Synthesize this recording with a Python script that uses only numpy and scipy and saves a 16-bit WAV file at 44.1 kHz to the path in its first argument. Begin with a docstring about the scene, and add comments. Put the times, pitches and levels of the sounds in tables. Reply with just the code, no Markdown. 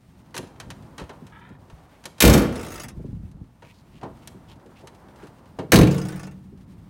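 """Van doors slammed on a forecourt

The two steel rear doors of an old van are slammed close by: runs of blows ring dense modes of latch and
sheet steel, and swelling low sines boom with the cargo bay. A loose part then taps for about 0.4 s.
Latch clicks, dull knocks, soft bumps, a dragging hinge, scuffs and tiny ticks are the handling of the
doors, over shaped noise for distant traffic and rustle."""
import sys
import numpy as np
from scipy import signal
from scipy.fft import rfft, irfft
from scipy.io import wavfile

SR = 44100
rng = np.random.default_rng(int(sys.argv[2]) if len(sys.argv) > 2 else 0)


def int16_out(signal):
    """Quantize to a 16-bit WAV file."""
    q = np.round(np.clip(np.atleast_2d(signal).T, -1, 1) * 32767)
    wavfile.write(sys.argv[1], SR, q.astype(np.int16))


N = 304110  # samples
BANDS = np.geomspace(30, 16000, 24)  # band centres, Hz


def amp(db):
    """Amplitude factor of a level in dB."""
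    return 10 ** (np.asarray(db) / 20)


def evened(x):
    """The signal scaled to rms 1."""
    return x / np.sqrt(np.mean(x ** 2) + 1e-20)


def read(points, hz=BANDS):
    """Curve through (Hz, value) points, interpolated over log frequency."""
    f, value = np.transpose(points)
    return np.interp(np.log(hz + 1), np.log(f), value)


def add(mix, s, sound):
    """Lay a sound into the mix at s seconds, cut at the end of the mix."""
    part = mix[round(s * SR):][:len(sound)]
    part += sound[:len(part)]


def tilted(colour, slope_db):
    """A harder contact lifts the treble: dB per octave around 3 kHz, level below 500 Hz."""
    return read(colour) + slope_db * np.log2(np.maximum(BANDS, 500) / 3000)


def ringing(rings, q, size):
    """Gain per frequency of a part: a few sharp resonances over a ripple of weaker ones."""
    hz = np.fft.rfftfreq(size, 1 / SR)
    knots_hz = np.cumsum(np.geomspace(25, 130, 250))
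    ripple_db = 3 * np.interp(hz, knots_hz, rng.standard_normal(len(knots_hz))) * hz / (hz + 600)
    ripple_db /= np.sqrt(1 + (hz / 8000) ** 2)  # the highest modes overlap and even out
    peaks_db = sum(db / (1 + (q * (hz / f - 1)) ** 2) for f, db in rings)
    return amp(ripple_db + peaks_db)


def dense_modes(size, body=1):
    """Countless modes of random strength and phase, weighted by the body and split into bands."""
    hz = np.fft.rfftfreq(size, 1 / SR)
    band = np.arange(len(BANDS))
    place = np.interp(np.log(hz + 1), np.log(BANDS), band)
    share = np.maximum(1 - abs(place - band[:, None]), 0)  # overlapping triangles
    spectrum = rfft(rng.standard_normal(size)) * body
    spectrum[0] = 0
    return irfft((spectrum * share).astype(np.complex64), size)


def struck(modes, colour_db, t60, cycles):
    """One blow, about rms 1 before its envelopes: each band builds up over some cycles, then decays."""
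    t = np.arange(modes.shape[1], dtype=np.float32) / SR
    build = np.float32(BANDS / (cycles + BANDS / 3000))[:, None]
    fade = np.float32(np.log(1000) / t60 * np.ones(len(BANDS)))[:, None]
    shape = (1 - np.exp(-build * t)) * np.exp(-np.minimum(fade * t, 20))
    rings = modes * shape
    power = amp(colour_db) ** 2 * BANDS  # colour is per Hz, bands widen with frequency
    wanted = power / power.sum() * (shape ** 2).sum(1)
    gain = np.sqrt(wanted / ((rings ** 2).sum(1) + 1e-20))
    return np.sqrt(2 / 3) * (gain[:, None] * rings).sum(0)  # 2/3 allows for the overlap of bands


# Blows of latch and door edge in each slam. Each row: start in seconds, steel level in dB before the
# slam's steel trim, frequency in Hz that the contact favours, panel level in dB before the panel trim.
LEFT_BLOWS = [(2.204, -10.5, 3700, -32.5), (2.2215, -9.5, 2300, -19.5), (2.238, -24.5, 1200, -9),
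              (2.2505, -14, 3600, -15), (2.2758, -17, 3200, -11.5), (2.297, -18.5, 5300, -14.5),
              (2.314, -36, 900, -15.5), (2.329, -24.5, 6000, -18.5), (2.3366, -17, 6000, -16),
              (2.349, -32, 900, -13.5), (2.377, -23.5, 1600, -19), (2.419, -36, 4000, -25.5)]
RIGHT_BLOWS = [(5.7195, -6, 1900, -24.5), (5.7315, -13, 2100, -6.5), (5.740, -10.5, 1100, -16.5),
               (5.757, -10.5, 3780, -16.5), (5.775, -21.5, 4000, -21.5), (5.787, -15, 1040, -7),
               (5.812, -18.5, 2340, -8.5), (5.832, -23.5, 3000, -26), (5.8713, -25, 2210, -40)]
# Colour of the latch steel, before tilt and contact peak. Each row: frequency in Hz, level in dB per Hz.
LEFT_STEEL = [(150, -23), (500, -4), (1200, -3.5), (2300, 0), (3000, -3), (3800, -5), (6000, -3),
              (8000, -7), (15000, -8)]
RIGHT_STEEL = [(150, -19.5), (500, 6), (1200, -2), (2000, -0.5), (3100, -4.5), (4200, -3), (6300, -4.5),
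               (8000, -7.5), (15000, -9.5)]
# Colour of the sheet panels. Each row: frequency in Hz, relative level in dB per Hz.
LEFT_PANEL = [(25, -23.5), (60, -3.5), (100, -2), (200, 1), (380, -5), (550, -9), (750, -17.5),
              (1300, -22.5), (3000, -35), (9000, -58.5)]
RIGHT_PANEL = [(25, -19), (60, 1.5), (85, -2), (120, 7), (300, 6.5), (480, -3), (700, -18), (1000, -30),
               (3000, -35.5), (9000, -68)]
# Resonances that stand out of each door's dense modes. Each row: frequency in Hz, lift in dB.
LEFT_RINGS = [(483, 14.5), (595, 5), (857, 8), (1117, 5), (1536, 2.5), (1728, 2.5), (2258, 3), (2368, 6.5),
              (3166, 4.5), (3675, 7), (4324, 6.5), (6535, 4.5)]
RIGHT_RINGS = [(414, 2.1), (490, 8.9), (716, 3.7), (978, 8), (1371, 5.5), (1630, 6), (1791, 4.7),
               (2220, 6.8), (2736, 4.6), (3830, 9.6), (4370, 6.75), (6250, 8.9)]
# Decay of the steel, before each door's ring factor. 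Each row: frequency in Hz, t60 in seconds.
STEEL_T60 = [(400, .16), (2000, .11), (6000, 0.08), (15000, 0.092)]
# Decay of the panels. Each row: frequency in Hz, t60 in seconds.
PANEL_T60 = [(60, 0.37), (200, 0.17), (600, .22), (3000, 0.58)]


def slam(blows, steel_colour, panel_colour, rings, steel_db, panel_db, ring,
         first_bright_db, dulling_db_per_s, contact_db):
    """Each blow rings latch steel and sheet panels together; the steel gets duller from blow to blow."""
    out = np.zeros(N)
    door = ringing(rings, q=61, size=12288)
    latch = dense_modes(size=12288, body=door)
    for s, hit_db, contact_hz, body_db in blows:
        # partly the same modes at every contact
        steel = 0.5 * latch + 0.49 * dense_modes(size=12288, body=door)
        bright_db = first_bright_db - dulling_db_per_s * (s - blows[0][0])
        contact_peak_db = contact_db * np.exp(-(np.log2(BANDS / contact_hz) / 0.35) ** 2)
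        colour_db = tilted(steel_colour, bright_db) + contact_peak_db
        crack = struck(steel, colour_db, ring * read(STEEL_T60), cycles=0.43)
        add(out, s, amp(hit_db + steel_db) * crack)
        panel = dense_modes(size=12288, body=door)
        thump = struck(panel, read(panel_colour), read(PANEL_T60), cycles=0.46)
        add(out, s, amp(body_db + panel_db) * thump)
    return out


# Each door meeting its seal: start in seconds, time in seconds for the boom to swell.
LEFT_SEAL = (2.212, 0.089)
RIGHT_SEAL = (5.722, 0.09)
# Low modes of door and cargo bay. Each row: frequency in Hz, level in dB, t60 in seconds.
LEFT_MODES = [(62.5, -12, 0.4), (99.2, -20, 0.27), (144, -24.5, 0.27), (194.2, -23, 0.54),
              (222.3, -17.5, 0.62), (345, -29.5, 1), (387, -29, 0.3), (471.7, -23.5, 0.66),
              (544, -34.5, 0.39), (580, -32.5, 0.18)]
RIGHT_MODES = [(61, -24, 0.36), (118.9, -18, 0.5), (143.2, -20.5, 1.17), (173.2, -16.5, 0.73),
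               (184.6, -24.5, 1.5), (193.8, -32.5, 2.33), (313, -26.5, 1.04), (451, -32, 0.91)]


def boom(seal, modes):
    """The door squeezes its seal; the low modes of door and cargo bay swell and ring out."""
    s, swell = seal
    out, t = np.zeros(N), np.arange(SR * 3 // 2) / SR
    push = np.sin(np.pi / 2 * np.minimum(t / swell, 1)) ** 2
    for hz, db, t60 in modes:
        fade = np.exp(-np.log(1000) * np.maximum(t - swell, 0) / t60)
        add(out, s, np.sqrt(2) * amp(db) * push * fade * np.sin(2 * np.pi * hz * t))
    return out


# Decay of the bare bay. Each row: frequency in Hz, t60 in seconds.
BAY_T60 = [(100, 0.65), (500, .65), (2000, 0.41), (6000, .45), (15000, 0.21)]


def cargo_bay(x, wet_db):
    """The bare steel bay behind the doors returns a diffuse tail."""
    colour_db = read([(100, -2.0), (2000, -3.0), (6000, -7), (15000, 1)])
    tail = struck(dense_modes(size=32768), colour_db, read(BAY_T60), cycles=4.3)
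    tail *= 1 - np.exp(-np.arange(len(tail)) / SR / 0.013)  # the echoes gather over 13 ms
    return x + amp(wet_db) * signal.oaconvolve(x, tail / np.linalg.norm(tail))[:N]


# Rattle after each slam. Each row: start in seconds, last drop in seconds, first swing in seconds,
# level in dB before the rattle's trim, fade in dB per second, brightness in dB per octave, its change
# per second, lean in dB towards the stop hit first, its change in dB per second.
RATTLES = [(2.523, 2.883, .0345, -37, 2, -1, 10.5, 3, -18.5),
           (5.909, 6.311, .0350, -37, 28, 1, -3.5, 2.5, 4)]
# Each swing outlasts the one before. Each entry: growth in seconds, left door then right.
SWING_GROWTH_S = [.0005, .00016]
# Colour of the loose part, before tilt and scatter. Each row: frequency in Hz, level in dB per Hz.
LOOSE_PART = [(100, 7.5), (400, 6), (900, 2.5), (1450, 0.5), (2200, -2.5), (4000, -11), (5800, -6.5),
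              (8500, -10), (11000, -16.5), (15000, -11.5)]
# Resonances of the loose part. Each row: frequency in Hz, lift in dB.
LOOSE_RINGS = [(695, 3.3), (1172, 7), (1420, 10.5), (2107, 2), (2621, 3.7), (5279, 4.4), (6596, 5),
               (8723, 5.6), (10683, 4.7)]


def rattle(row, growth_s, level_db, t60, drop_db):
    """A loose part taps two stops in ever slower swings, pauses for most of a swing and drops to rest."""
    start, rest, swing_s, db, fade_db, bright_db, brighten_db, lean_db, lean_change_db = row
    out, body = np.zeros(N), ringing(LOOSE_RINGS, q=13, size=6144)
    part = dense_modes(size=6144, body=body)
    k = np.arange(24)  # two taps a swing
    age = swing_s * k / 2 + growth_s * (k / 2) ** 2 / 2
    side_db = (-1) ** k * (lean_db + lean_change_db * age)
    tap_db = db - fade_db * age + side_db + 0.92 * rng.standard_normal(len(k))
    times = start + age + .0007 * rng.standard_normal(len(k))
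    taps = [(rest, db - fade_db * (rest - start) + drop_db)]
    taps += [tap for tap in zip(times, tap_db) if tap[0] < rest - .85 * swing_s]
    for s, hit_db in taps:
        # each landing favours other modes
        landing = ringing([(hz, 9) for hz in rng.uniform(1120, 11780, size=7)], q=30, size=6144)
        modes = 0.55 * part + 0.7 * dense_modes(size=6144, body=body * landing)
        colour_db = tilted(LOOSE_PART, bright_db + brighten_db * (s - start))
        colour_db = colour_db + 2.7 * rng.standard_normal(len(BANDS))
        tap = struck(modes, colour_db, t60 * (BANDS / 3000) ** -.35, cycles=2.6)
        tap = amp(hit_db + level_db) * tap
        add(out, s, tap)
        add(out, s + rng.uniform(.002, .007), 0.39 * tap)  # a weaker repeat follows at once
    return out


# Clicks of latch and hinges. Each row: start in seconds, level of the ring in dB before its first
# crack is added, brightness in dB per octave.
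CLICKS = [(0.343, -33.5, -4), (.352, -38, 2), (0.365, -29, -1.5), (0.3777, -26, 0.5), (.427, -49, -5),
          (.558, -53, -7.5), (0.6, -33, -1.5), (.626, -47, -8.5), (0.7031, -34, -2), (.980, -33.5, -3.5),
          (.997, -36.5, -4.5), (1.015, -39.5, -6.5), (1.093, -38, -5.5), (1.267, -48, -1.5),
          (1.699, -47.5, -4.5), (2.039, -43.5, -2), (2.055, -29.5, 0), (2.182, -44, -2), (3.314, -58, 1),
          (3.622, -43.5, -7.5), (4.012, -44.5, -7), (4.031, -38.5, -7), (4.274, -35.5, 2),
          (4.872, -41, -1.5), (5.5883, -33, -6)]
# Colour of the latch parts, before tilt. Each row: frequency in Hz, level in dB per Hz.
LATCH = [(100, -15.5), (400, -6), (950, -0.5), (1400, 0), (2600, -1.5), (3600, 0), (5000, -3), (6500, -4.5),
         (9000, -5), (15000, -18)]
# Resonances of the latch parts. Each row: frequency in Hz, lift in dB.
LATCH_RINGS = [(797, 7.1), (936, 12), (1140, 1.8), (1804, 7), (2839, 2.2), (3113, 3.1), (3943, 5.5),
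               (6090, 1.4), (6436, 2.3)]
# t60 of a neutral click at 3 kHz in seconds, and the brightness in dB per octave that halves it
CLICK_T60_S, CLICK_HALVING_DB = 0.061, 7.5


def clicks():
    """Small steel parts snap together; brighter contacts have a sharper first crack and a shorter ring."""
    out, body = np.zeros(N), ringing(LATCH_RINGS, q=42, size=6144)
    t = np.arange(6144) / SR
    for s, db, bright_db in CLICKS:
        t60 = CLICK_T60_S * 2 ** (-bright_db / CLICK_HALVING_DB) * (BANDS / 3000) ** -.3
        ring = struck(dense_modes(size=6144, body=body), tilted(LATCH, bright_db), t60, cycles=1.0)
        crack = 0.79 * amp(2 * bright_db) * np.exp(-t / 0.00093)
        add(out, s, amp(db) * ring * (1.0 + crack))
    return out


def thuds(rows, colour, t60_of, cycles, body=1):
    """Soft contacts last too long to excite much above their corner."""
    out = np.zeros(N)
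    for s, db, corner_hz in rows:
        dull_db = read(colour) - 10 * np.log10(1 + (BANDS / corner_hz) ** 10)
        thud = struck(dense_modes(size=10240, body=body), dull_db, t60_of(corner_hz), cycles)
        add(out, s, amp(db) * thud)
    return out


# Dull knocks on the swinging doors. Each row: start in seconds, level in dB, corner in Hz.
KNOCKS = [(.350, -36, 500), (.383, -29, 520), (.430, -36, 560), (.668, -32, 300), (.985, -38, 1000),
          (1.010, -30.5, 286), (1.095, -42, 1200), (1.218, -32, 318), (1.505, -33.5, 294),
          (2.050, -40.5, 703), (3.945, -38.5, 298), (4.029, -28.5, 1000), (4.345, -33, 305),
          (4.654, -39, 494), (4.835, -41, 814), (5.23, -36, 513), (5.586, -24, 800), (5.634, -32.5, 610),
          (5.69, -28.5, 248), (6.522, -35.5, 326)]
# Colour of the knocks below their corner. Each row: frequency in Hz, level in dB per Hz.
KNOCK = [(30, -25.5), (70, -12), (130, 3.5), (220, -2.5), (400, -0.5), (700, -7.5), (1000, -4), (3000, -12)]
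# Resonances of the knocked panel. Each row: frequency in Hz, lift in dB.
KNOCK_RINGS = [(279, 9.5), (365, 6), (503, 2), (641, 6.8), (870, 5.2), (978, 6.1)]
KNOCK_T60_S, KNOCK_HZ = .19, 604  # t60 of a knock whose corner is at KNOCK_HZ


def knocks():
    """Knocks ring the door panel; a harder one has a higher corner and rings for longer."""
    panel = ringing(KNOCK_RINGS, q=23, size=10240)
    return thuds(KNOCKS, KNOCK, lambda hz: KNOCK_T60_S * (hz / KNOCK_HZ) ** 0.64, cycles=0.96, body=panel)


# Soft bumps of handling while walking round the door. Each row: start in seconds, level in dB,
# corner in Hz.
BUMPS = [(1.02, -31, 90), (1.725, -32.5, 131), (2.968, -26, 250), (2.994, -29, 400), (3.042, -25.5, 361),
         (3.084, -25.5, 282), (3.130, -23.5, 203), (3.170, -27, 149), (3.228, -27.5, 171),
         (3.345, -33, 252), (3.412, -30, 276)]
# Colour of the bumps below their corner. 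Each row: frequency in Hz, level in dB per Hz.
BUMP = [(25, -23), (55, 3.5), (100, -2), (160, -1.5), (300, -8.5), (1000, -1.5)]


def bumps():
    """Soft low bumps, all dying at the same speed, without any panel resonance."""
    return thuds(BUMPS, BUMP, lambda hz: 0.11, cycles=0.29)  # t60 in s


# Hinge dragging as the door starts to swing: start in seconds, length in seconds, level in dB before
# attack and fade.
HINGE = (1.308, 0.26, -51)
# Resonances of the hinge, before their rise. Each row: frequency in Hz, relative level in dB.
HINGE_RINGS = [(930, 13.5), (1320, 12.5), (1700, 14.5), (1880, 8.5), (2280, 7), (3050, 3.5), (3480, 2.5)]
HINGE_ATTACK_S, HINGE_HOLD_S, HINGE_FADE_DB_PER_S = 0.029, 0.14, 72  # the hold ends at HINGE_HOLD_S
HINGE_RISE_PER_S = .45  # the resonances climb by this share as the door turns


def hinge():
    """Tiny irregular slips of the dry hinge ring its rising resonances: a quick start, a hold, a fade."""
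    start, length, db = HINGE
    t = np.arange(0, length, 1 / SR)
    slips = (rng.standard_normal(N) * (rng.random(N) < 1500 / SR))[:2 * len(t)]  # 1500 per s
    rub = 0
    for hz, ring_db in HINGE_RINGS:
        b, a = signal.iirpeak(hz, 11, SR)
        ring = signal.lfilter(b, a, signal.lfilter(b, a, slips))
        rub = rub + amp(ring_db) * evened(ring)
    place = np.cumsum(1 + HINGE_RISE_PER_S * (t - length / 3))  # played ever faster
    rub = np.interp(place, np.arange(len(rub)), rub)
    attack = np.minimum(t / HINGE_ATTACK_S, 1)
    fade_db = HINGE_FADE_DB_PER_S * np.maximum(t - HINGE_HOLD_S, 0)
    out = np.zeros(N)
    add(out, start, evened(rub) * attack * amp(db - fade_db))
    return out


# Scuffs of hand and shoes. Each row: start in seconds, length in seconds, level in dB before the
# swell and fade, centre in Hz.
SCUFFS = [(1.754, 0.14, -60.5, 790), (1.9, 0.09, -62.5, 1960), (3.629, 0.11, -57.5, 2360),
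          (3.718, 0.11, -65, 4200), (3.914, .095, -62.5, 2680), (4.2, 0.091, -65, 2790),
          (4.469, 0.083, -56.5, 3050), (4.747, 0.064, -58.5, 2540), (5.16, 0.13, -56.5, 1464)]


def scuffs():
    """Grainy friction in one broad resonance, swelling and fading with the stroke."""
    out = np.zeros(N)
    for s, length, db, hz in SCUFFS:
        grains = rng.standard_normal(SR) * amp(8.4 * rng.standard_normal(SR))
        b, a = signal.iirpeak(hz, 3, SR)
        rub = signal.lfilter(b, a, grains[:int(length * SR)])
        add(out, s, amp(db) * evened(rub) * signal.windows.tukey(len(rub), .6))
    return out


# Midrange wash of far traffic and nearby rustle, which the ticks follow and the street plays.
# Each row: time in seconds, level in dB around which it wavers.
WASH = [(0, -65.5), (.45, -54), (1.0, -52.5), (1.25, -57), (1.8, -56), (2.9, -59.5), (3.55, -65),
        (3.95, -60), (4.25, -54.5), (4.7, -55), (5.28, -51), (5.5, -56), (6.45, -62.5), (6.9, -61)]
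WASH_DB = -55  # wash level at which ticks and hiss have their nominal level


def fidgets(per_s, level_db, spread_db):
    """Tiny random ticks of hand and clothes, heard mostly while the wash is strong."""
    t = np.arange(N) / SR
    out = np.zeros(N)
    for bright_db in np.linspace(-9, -2, num=4):
        ticks = (rng.random(N) < per_s / 4 / SR) * amp(spread_db * rng.uniform(-1, 1, N))
        ring = struck(dense_modes(size=4096), tilted(LATCH, bright_db), .07, cycles=1.5)
        out += signal.oaconvolve(ticks, ring)[:N]
    return out * amp(level_db + np.interp(t, *np.transpose(WASH)) - WASH_DB)


def drift(per_s):
    """Slow random wandering of rms 1, with per_s knots a second."""
    knots = rng.standard_normal(int(per_s * N / SR) + 2)
    return evened(np.interp(np.arange(N) * per_s / SR, np.arange(len(knots)), knots))


# Low rumble. Each row: time in seconds, level in dB around which it wavers.
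RUMBLE = [(0, -53), (.7, -47), (1.5, -50.5), (1.9, -56.5), (2.9, -42), (3.25, -43), (3.6, -55),
          (4.3, -47.5), (4.7, -53), (5.5, -50.5), (6.4, -46.5), (6.9, -47.5)]
# Colour of the street, before the split into three layers. Each row: frequency in Hz, level in dB per Hz.
STREET = [(20, -28), (48, -0.5), (110, 3), (190, -0.5), (300, -7), (420, -15), (960, -16.5), (1500, -24.5),
          (2500, -30.5), (8200, -40), (8900, -35), (9800, -42), (15000, -43)]
# hiss level in dB when the wash is at WASH_DB, and the share of each swell of the wash that it takes
HISS_DB, HISS_SHARE = -67, 0.3


def street():
    """Lumpy low rumble, a midrange wash and a thin hiss that swells with it, all of shaped noise."""
    hz, t = np.fft.rfftfreq(N, 1 / SR), np.arange(N) / SR
    rumble_db = np.interp(t, *np.transpose(RUMBLE))
    wash_db = np.interp(t, *np.transpose(WASH))
    hiss_db = HISS_DB + HISS_SHARE * (wash_db - WASH_DB) + 0.97 * drift(per_s=4.7)
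    low = 1 / (1 + (hz / 330) ** 6)
    high = 1 - 1 / (1 + (hz / 1700) ** 6)
    colour = amp(read(STREET, hz)) * (hz > 15)

    def layer(share, db):
        """Noise in one share of the street's power, at a moving level."""
        spectrum = rfft(rng.standard_normal(N)) * colour * np.sqrt(abs(share))
        return evened(irfft(spectrum, N)) * amp(db)

    rumble = layer(low, rumble_db) * amp(1.5 * drift(per_s=12))
    wash = layer(1 - low - high, wash_db) * amp(0.78 * drift(per_s=32))
    hiss = layer(high, hiss_db) * amp(1.6 * drift(per_s=38))
    return rumble + wash + hiss


def scene():
    """Two slams with their boom and rattle, the handling of the doors, and the street."""
    left = slam(LEFT_BLOWS, LEFT_STEEL, LEFT_PANEL, LEFT_RINGS, steel_db=1.0, panel_db=2.0, ring=1.05,
                first_bright_db=1.0, dulling_db_per_s=3, contact_db=5)
    right = slam(RIGHT_BLOWS, RIGHT_STEEL, RIGHT_PANEL, RIGHT_RINGS, steel_db=-0.5, panel_db=2.0, ring=0.74,
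                 first_bright_db=-0.35, dulling_db_per_s=14.5, contact_db=7.0)
    doors = cargo_bay(left, wet_db=-10.5) + cargo_bay(right, wet_db=-13.5)
    booms = boom(LEFT_SEAL, LEFT_MODES) + boom(RIGHT_SEAL, RIGHT_MODES)
    rattles = sum(rattle(row, growth_s, level_db=2.5, t60=0.11, drop_db=-3)
                  for row, growth_s in zip(RATTLES, SWING_GROWTH_S))
    handling = cargo_bay(clicks(), wet_db=-15.5) + knocks() + bumps() + hinge() + scuffs()
    handling += fidgets(per_s=14, level_db=-57, spread_db=4)
    return (doors + booms + rattles + handling + street())[None]


def record(dry):
    """The loudest peaks are rounded off below a ceiling; then a low-pass limits the band."""
    ceiling, edge_hz = .9, 16100
    rounded = dry / (1 + (dry / ceiling) ** 6) ** (1 / 6)
    low_pass = signal.firwin(301, edge_hz, window=("kaiser", 9), fs=SR)
    return signal.oaconvolve(rounded, low_pass[None], "same")


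dry = scene()
out = record(dry)
int16_out(out)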